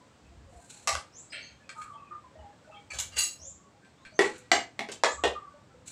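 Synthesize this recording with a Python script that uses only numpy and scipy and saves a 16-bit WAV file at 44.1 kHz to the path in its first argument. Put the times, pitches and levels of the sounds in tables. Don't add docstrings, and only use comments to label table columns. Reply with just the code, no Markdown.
import sys
import numpy as np
from scipy import signal
from scipy.fft import rfft, irfft
from scipy.io import wavfile
from scipy.ndimage import uniform_filter1d

SR = 44100
rng = np.random.default_rng(int(sys.argv[2]) if len(sys.argv) > 2 else 0)


def put_to_file(sound):
    columns = np.atleast_2d(sound).T
    safe = np.clip(columns, -1, 1)
    whole_steps = np.round(safe * 32767)
    wavfile.write(sys.argv[1], SR, whole_steps.astype(np.int16))


N = 260631

# hz, width_hz, level_db (relative)
BASIN_WALLS = [(247, 10, -7), (336, 11, -17), (358, 22, -2), (413.4, 42, 4), (502, 5.5, -3.5)]


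def undb(db):
    return 10 ** (np.asarray(db) / 20)


def unit(x):
    return x / np.sqrt(np.mean(x ** 2))


def on_log(hz, points):
    points_hz, values = np.transpose(points)
    return np.interp(np.log(hz + 1), np.log(points_hz), values)


def coloured(points, tilt_db_per_octave=0.):
    hz = np.fft.rfftfreq(N, 1 / SR)
    gain_db = on_log(hz, points) + tilt_db_per_octave * np.log2((hz + 50) / 6000)
    white = rng.standard_normal(N)
    return unit(irfft(rfft(white) * undb(gain_db), N))


def band(x, hz, width_hz):
    b, a = signal.iirpeak(min(hz, .45 * SR), hz / max(width_hz, 3), SR)
    return signal.lfilter(b, a, x)


def smooth_twice(x, size):
    return uniform_filter1d(uniform_filter1d(x, size), size)


def walk(rate_hz):
    hold = int(SR / rate_hz)
    steps = np.repeat(rng.standard_normal(N // hold + 1), hold)
    return unit(smooth_twice(steps, hold)[:N])


def add(out, start_s, x):
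    i = int(start_s * SR)
    out[i:i + len(x)] += x[:N - i]


def causal(size, gain_db):
    cepstrum = irfft(gain_db * np.log(10) / 20, size)
    cepstrum[1:size // 2] *= 2
    cepstrum[size // 2 + 1:] = 0
    return np.exp(rfft(cepstrum))


def air():
    # hz, density_db_per_hz (relative)
    air_colour = [(15, -57), (25, -38), (97, -1.5), (242, -6), (285, -6), (405, -13), (516, -9.5),
                  (575, -12), (1040, -15.5), (2220, -22), (2610, -23.5), (6210, -29.5), (7920, -26),
                  (10100, -45.5), (16000, -47)]
    level_db, flicker_db, flicker_hz = -59.5, 1.3, 3.39
    hush = coloured(air_colour)
    bands = 0
    for hz in 40 * 2. ** np.arange(9):
        bands = bands + undb(flicker_db * walk(flicker_hz)) * band(hush, hz, 1.4 * hz)
    return undb(level_db) * unit(bands)


def rumble():
    # start_s, length_s, level_db (nominal, at the end of the growth)
    swells = [(0.202, 0.41, -51.5), (0.888, .14, -46), (1.487, 0.11, -64), (1.807, 0.066, -51),
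              (2.344, 0.15, -53), (2.913, 0.19, -49), (3.095, 0.14, -51), (3.37, 0.23, -59),
              (4.506, .1, -49.5), (5.12, 0.28, -51.5), (5.72, 0.12, -56)]
    centre_hz, width_hz = 72, 30
    edge_s, growth_db, lull_db = 0.051, 3.5, -74
    t = np.arange(N) / SR
    gain = undb(lull_db + 1.7 * walk(5.8))
    for start_s, length_s, level_db in swells:
        edges = np.clip(np.minimum(t - start_s, start_s + length_s - t) / edge_s, 0, 1)
        growth = np.clip((t - start_s) / length_s - 1, -1, 0)
        gain = gain + edges * undb(level_db + growth_db * growth)
    white = rng.standard_normal(N)
    return gain * unit(band(band(white, centre_hz, width_hz), centre_hz, width_hz))


def grazes(count):
    level_db, spread_db = -67, 1.5
    shortest_s, longest_s = .03, .09
    lowest_hz, highest_hz = 299.8, 3003
    rows = []
    for when, how_long, how_high, how_loud in rng.random((count, 4)):
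        start_s = when * (N / SR - .2)
        length_s = shortest_s + (longest_s - shortest_s) * how_long
        hz = lowest_hz * (highest_hz / lowest_hz) ** how_high
        rows.append((start_s, length_s, hz, level_db + spread_db * (2 * how_loud - 1)))
    return rows


def swish():
    # start_s, rise_s, fall_s, level_db, tilt_db_per_octave
    wipes = [(.45, 0.23, 0.078, -61, 4.5), (.69, 0.018, 0.2, -50, 0.3), (1.74, 0.09, 0.1, -57, 3),
             (4.2, .01, 0.13, -36, -6), (4.37, 0.01, 0.04, -61, 5.7), (4.92, .012, .06, -58.5, 3),
             (5.855, .025, 0.069, -45.5, 3)]
    # hz, density_db_per_hz (relative)
    hiss_colour = [(880, -45.5), (1500, -8.5), (1960, -21.5), (2310, -8), (3210, -17), (4210, -6.5),
                   (4910, -19.5), (7570, -4), (15000, -45)]
    fall_db, grain_db, grain_hz = 16, 2.2, 120
    t, out = np.arange(N) / SR, 0
    for start_s, rise_s, fall_s, level_db, tilt in wipes:
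        late = np.clip((t - start_s - rise_s) / fall_s, 0, None)
        shape = np.clip((t - start_s) / rise_s, 0, 1) * undb(level_db - fall_db * late)
        out = out + shape * coloured(hiss_colour, tilt)
    return out * undb(grain_db * walk(grain_hz))


def hums():
    # start_s, length_s, first_pitch_hz,
    # level_db (nominal)
    slides = [(.47, 0.043, 536, -58.5), (.52, 0.12, 712, -54.5), (1.3, .05, 4980, -51),
              (1.318, 0.051, 8210, -50.5), (1.378, 0.15, 4550, -55), (1.75, 0.061, 912, -52),
              (1.757, .16, 1245, -42), (1.9, .11, 1176, -50.5), (1.93, 0.074, 900, -57.5),
              (1.93, 0.047, 3196, -61), (2.015, 0.049, 1157, -50.5), (2.106, .085, 1215, -43.5),
              (2.235, .055, 1030, -54), (2.35, 0.1, 632.6, -49.5), (2.385, 0.13, 845, -51),
              (2.53, .1, 601, -61), (2.67, 0.046, 626, -53.5), (2.69, .14, 835, -58),
              (2.72, 0.056, 1260, -56), (2.71, 0.057, 2660, -59.5), (2.74, 0.07, 3240, -57),
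              (2.76, 0.053, 2285, -57.5), (2.901, 0.033, 2371, -35), (3.387, .08, 632, -59.5),
              (3.614, .09, 1136, -64), (4.119, .06, 622, -56.5), (5.04, 0.28, 1197, -44),
              (5.349, .07, 1201, -40.5), (5.42, .1, 1165, -50.5), (5.53, 0.064, 588, -56.5),
              (5.74, .07, 510, -58)]
    sag_per_s, waver_share, rough_width_share = 0.28, 0.0119, 0.03
    attack_s, fade_db, stutter_db = .008, 12.5, 1.5
    out, waver = np.zeros(N), walk(40)
    stutter = undb(stutter_db * walk(30))
    for start_s, length_s, hz, level_db in slides + grazes(count=90):
        t = np.arange(int(length_s * SR)) / SR
        wobble = waver[int(start_s * SR):][:len(t)]
        pitch_hz = hz * (1 - sag_per_s * t + waver_share * wobble)
        rough = unit(band(rng.standard_normal(SR // 3), hz, rough_width_share * hz))[-len(t):]
        tone = np.sin(2 * np.pi * np.cumsum(pitch_hz) / SR) + 0.57 * rough
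        edges = np.minimum(np.minimum(t, length_s - t) / attack_s, 1)
        shape = edges * undb(-fade_db * (t / length_s) ** 3)
        add(out, start_s, undb(level_db) * band(shape * tone, hz, hz / 2))
    return out * stutter


def ringing(force, modes, tilt_db_per_octave):
    total = 0
    for hz, width_hz, level_db in modes:
        ring = unit(band(band(force, hz, width_hz), hz, hz / 4))
        gain_db = level_db + tilt_db_per_octave * np.log2(hz / 2000)
        total = total + undb(gain_db) * np.sqrt(width_hz) * ring
    return unit(total)


def blows():
    # start_s, dish, level_db (over the rms of crack + rattle), rise_ms, crack_db (over the rattle),
    # rattle_t60_s, ring_db (over the body), tilt_db_per_octave
    strikes = [ (0.873, "bowl", -26.5, 1.1, 4.5, 0.21, -3, -0.4),
               (.952, "bowl", -38.5, 1.1, 25.5, 0.13, -22, -4), (1.32, "lid", -40.5, 6, -9, 0.4, -3, -5),
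               (1.692, "mug", -46.5, 1.1, 18, 0.11, 1.5, -2), (1.812, "mug", -57, 1.5, -10, 0.12, 7.5, -4),
               (2.903, "cup", -48, 1.1, 3, 0.33, 4, -1), (2.934, "spoon", -46, 4.4, 0.5, 0.28, -9.5, -2.5),
               (2.9852, "spoon", -32, 2.5, 4, .18, -9, 1.5), (3.115, "steel", -56, 8, 5, 0.44, 2.5, -6),
               (3.158, "steel", -29, 29, 9, 0.21, 0.5, -3.5), (3.180, "steel", -32, 1.5, -48.5, 0.28, 6, 3),
               (3.845, "mug", -64.5, 3, -1, 0.17, 1.5, -3), (4.05, "mug", -52.5, 1.5, 11.5, 0.12, 3.5, -6),
               (4.191, "basin", -21, .6, 16.5, .2, -6.5, -0.32),
               (4.381, "spoon", -56.5, 1.5, 16, 0.084, -23, 10.5),
               (4.516, "plate", -24.5, .6, 19, .2, 2, -0.24),
               (4.7918, "saucer", -35, .6, 17, 0.14, -3, -2.5),
               (4.887, "saucer", -43.5, 1.5, 8, 0.19, -28, -2.6),
               (4.917, "spoon", -38, .6, 4.5, 0.081, -21, 1), (5.036, "tray", -23, .6, 14, 0.17, -9, 2),
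               (5.2372, "pot", -23.5, .6, 11.5, 0.17, -3.5, -3), ]
    dishes = { "bowl": ([(810, 30, -9), (1200, 63, -2.5), (2020, 690, -20), (2650, 39, -8.5),
              (4200, 140, -27), (5200, 98, -24), (6900, 27, -40), (6270, 110, -23), (10900, 87, -54)],
              [(120, -59), (200, -45), (635, -10), (1060, -12), (1210, -7.5), (1590, -11), (2700, -16),
              (7970, -11.5), (16000, -52)]), "lid": ([(596, 60, -11), (1428, 27, 6), (1760, 12, 10),
              (2480, 70, -27), (3180, 11, 18.5), (4170, 190, 7), (5100, 39, 0), (5340, 30, -23),
              (6460, 120, -23), (7890, 37, -5), (7840, 28, 4), (10300, 30, -31)], [(240, -58), (400, -24),
              (607, -15), (1110, -43), (1420, 2.5), (2470, 12), (7400, -23), (8110, -22), (16000, -59)]),
              "cup": ([(1270, 29, -6), (1690, 43, -6), (2360, 64, -6), (4120, 28, -9), (4490, 56, -3),
              (5580, 39, -23), (6320, 47, -3), (7200, 61, -5), (7600, 45, -10), (9400, 42, -14),
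              (10500, 32, -23.5)], [(240, -55), (400, -11.5), (1230, -8.5), (2020, 0.5), (2360, 13),
              (3470, -27), (4050, -15.5), (8110, -7.5), (16000, -70)]), "mug": ([(1550, 30, -1),
              (2322, 200, -3), (2650, 30, -10), (3140, 170, -12), (4300, 66, -4), (6900, 58, -17),
              (8050, 60, -2.5), (10300, 33, -15)], [(350, -33), (600, -43), (1430, -6.5), (2090, -4.5),
              (2370, -12), (2870, -18.5), (8160, -15), (16000, -80)]), "spoon": ([(1524, 39, -6.5),
              (2320, 47, -7), (2850, 12, -2), (3350, 47, -6), (3990, 50, -5), (6150, 26, -26),
              (6530, 100, -5), (7390, 94, -13), (8900, 26, -11), (11900, 31, -11), (13200, 30, -13.5),
              (14100, 28, -23.5)], [(240, -47.5), (400, -23.5), (553, -7.5), (1490, -9.5), (1840, -13.5),
              (3310, -5), (5690, -8.5), (7280, 0), (16000, -48)]), "steel": ([(1231, 72, -16),
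              (1600, 32, -16), (2040, 33, -21), (2785, 31, 3), (4060, 74, -5), (3920, 24, -13.5),
              (4585, 140, -4), (4770, 22, -5), (5300, 35, -6.5), (5530, 20, -16.5), (5970, 35, -6.5),
              (6670, 120, -1), (7150, 44, -17), (7410, 18, -13.5), (7816, 40, 3.5), (8630, 97, -23),
              (9170, 60, -4.5), (9810, 38, -9.5), (10700, 30, -10.5), (11180, 44, -41), (11480, 120, -20.5),
              (12800, 54, -17.5), (13300, 31, -50), (14100, 60, -23.5), (14600, 34, -24), (14600, 54, -19)],
              [(240, -50.5), (400, -24), (1200, -18), (1930, -9.5), (2750, -7), (3210, -9.5), (5690, -14.5),
              (6640, -0.5), (16000, -41)]), "basin": (BASIN_WALLS + [(833.0, 13, 0.5), (1325, 27, -6),
              (1880, 34, -9.5), (2190, 18, -2.5), (2920, 30, -23.5), (3430, 44, -7.5), (5100, 42, -24),
              (5470, 81, -11.5)], [(59, -65), (100, -30.5), (308, -18), (433, -4), (648, -15), (854, -10.5),
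              (1580, -25), (1950, -11.5), (2520, -21.5), (7940, -33), (16000, -65)]),
              "plate": ([(710, 190, 3), (2030, 236, 5.5), (2872, 43, 3), (3970, 140, -6.5),
              (4160, 100, -22.5), (5150, 86, -29), (5360, 54, -21), (5700, 34, -12), (6360, 93, -2.5),
              (6620, 56, -8), (7600, 55, 0.5), (8030, 110, -7.5), (8170, 66, -14), (8460, 40, -25.5)],
              [(59, -41), (100, -37.5), (244, -1.5), (461, -1), (705, 0.5), (1760, 1), (2080, -12),
              (3620, -8), (7450, -16), (8830, -33), (16000, -55)]), "saucer": ([(252, 34, 1), (419, 12, -6),
              (720, 180, 0.5), (1250, 13, -16), (2050, 620, -7.5), (2720, 84, -27), (3260, 72, -3),
              (4460, 40, -22)], [(59, -60), (100, -39), (239, -6), (328, -2.5), (1250, -5), (1420, -6),
              (2080, -1.5), (8110, -15), (16000, -46)]), "tray": ([(942, 32, 9), (1320, 32, -5),
              (1657, 32, 11), (1723, 39, 9.5), (2250, 32, -13), (2300, 28, -5), (3270, 52, 4),
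              (3620, 48, 1), (3930, 46, -4), (4020, 65, -1.5), (4280, 50, -34)], [(59, -69), (100, -34),
              (570, 4), (950, 0), (1480, -5.5), (1870, -6), (2750, -14.5), (3190, -19), (7450, -25),
              (16000, -72)]), "pot": ([(466, 78, -1), (724, 80, 6.5), (1180, 44, -12), (1480, 33, -22),
              (1836, 25, 11.5), (2496, 34, 9.5), (2790, 310, 4.5), (3100, 210, 2), (3780, 51, -26),
              (4350, 37, -24)], [(59, -59), (100, -69), (219, -18), (492, 0.5), (621, 0.5), (752, -2.5),
              (1870, -5), (2080, -10.5), (7940, -17.5), (16000, -56)]), }
    crack_t60_s, chatter_db, lumps_rms_db = 0.0068, 3.13, 2.5
    out, t = np.zeros(N), np.arange(SR // 2) / SR
    size = len(t)
    hz = np.fft.rfftfreq(size, 1 / SR)
    octaves = np.log2((hz + 50) / 2000)
    for start_s, dish, level_db, rise_ms, crack_db, rattle_t60_s, ring_db, tilt in strikes:
        modes, colour = dishes[dish]
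        steps = np.repeat(rng.standard_normal(size // 128 + 1), 128)
        chatter = undb(chatter_db * uniform_filter1d(steps, size=64)[:size])
        touch = np.minimum(t * 1000 / rise_ms, 1) * rng.standard_normal(size)
        crack = touch * undb(crack_db - 60 * t / crack_t60_s)
        rattle = touch * chatter * undb(-60 * (t / rattle_t60_s) ** 1.235)
        ring = ringing(undb(1.5) * crack + rattle, modes, tilt)
        lumps_db = lumps_rms_db * unit(smooth_twice(rng.standard_normal(len(hz)), 90))
        body_db = on_log(hz, colour) + tilt * octaves + lumps_db
        rattle_spectrum = rfft(rattle) * causal(size, body_db)
        crack_spectrum = rfft(crack) * causal(size, body_db + 1.2 * octaves)
        body = irfft(rattle_spectrum + crack_spectrum, size)
        strength = undb(level_db) * np.std(crack + rattle)
        add(out, start_s, strength * (body / np.std(body) + undb(ring_db) * ring))
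    return out


def peep(length_s, first_hz, last_hz, shake):
    partials_db = [-22.5, 1.6, -32.5]
    u = np.arange(int(length_s * SR)) / (length_s * SR)
    glide_hz = first_hz + (last_hz - first_hz) * np.sin(np.pi * u / 2)
    pitch_hz = glide_hz * (1 + 0.018 * shake[:len(u)])
    phase = 2 * np.pi * np.cumsum(pitch_hz) / SR
    whistle = sum(undb(db) * np.sin(k * phase) for k, db in enumerate(partials_db, start=1))
    return np.sin(np.pi * u ** 0.98) * whistle


def peeps():
    # start_s, length_s, first_pitch_hz, last_pitch_hz, level_db (relative)
    calls = [(1.112, 0.12, 2480, 4004, -54), (1.405, 0.047, 3000, 3230, -57.5),
             (3.372, 0.14, 2494, 3813, -49.5), (3.921, 0.19, 3140, 3430, -83),
             (3.944, 0.23, 1575, 2350, -72), (4.127, 0.065, 3030, 3170, -56), (5.047, 0.1, 2700, 3950, -47)]
    out, shake = np.zeros(N), walk(700)
    for start_s, length_s, first_hz, last_hz, level_db in calls:
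        call = peep(length_s, first_hz, last_hz, shake[int(start_s * SR):])
        add(out, start_s, undb(level_db) * call)
    return out


def yard_tail(stretch):
    # hz, t60_s (before stretch)
    decay = [(150, 0.41), (700, 0.25), (2500, 0.3), (7000, 0.27), (14000, 0.062)]
    t = np.arange(SR // 2) / SR
    noise = rng.standard_normal(len(t))
    tail = 0
    for hz in 125 * 2. ** np.arange(8):
        t60_s = stretch * on_log(hz, decay)
        tail = tail + band(noise, hz, 0.76 * hz) * undb(-60 * t / t60_s)
    tail *= np.clip((t - .002) / 0.0067, 0, 1)
    return tail / np.sqrt(np.sum(tail ** 2))


def scene():
    near_wet_db, far_wet_db, far_dry_db = -6.5, 4.5, -12
    near, far = blows() + hums(), peeps()
    echo = undb(near_wet_db) * signal.fftconvolve(near, yard_tail(stretch=0.79))[:N]
    echo += undb(far_wet_db) * signal.fftconvolve(far, yard_tail(stretch=1.4))[:N]
    return (near + undb(far_dry_db) * far + echo + swish() + air() + rumble())[None]


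def record(dry):
    top_hz, ripple_db, stop_db = 15900, .2, 80
    low_pass = signal.ellip(10, ripple_db, stop_db, top_hz, fs=SR, output="sos")
    return signal.sosfilt(low_pass, dry)


dry = scene()
out = record(dry)
put_to_file(out)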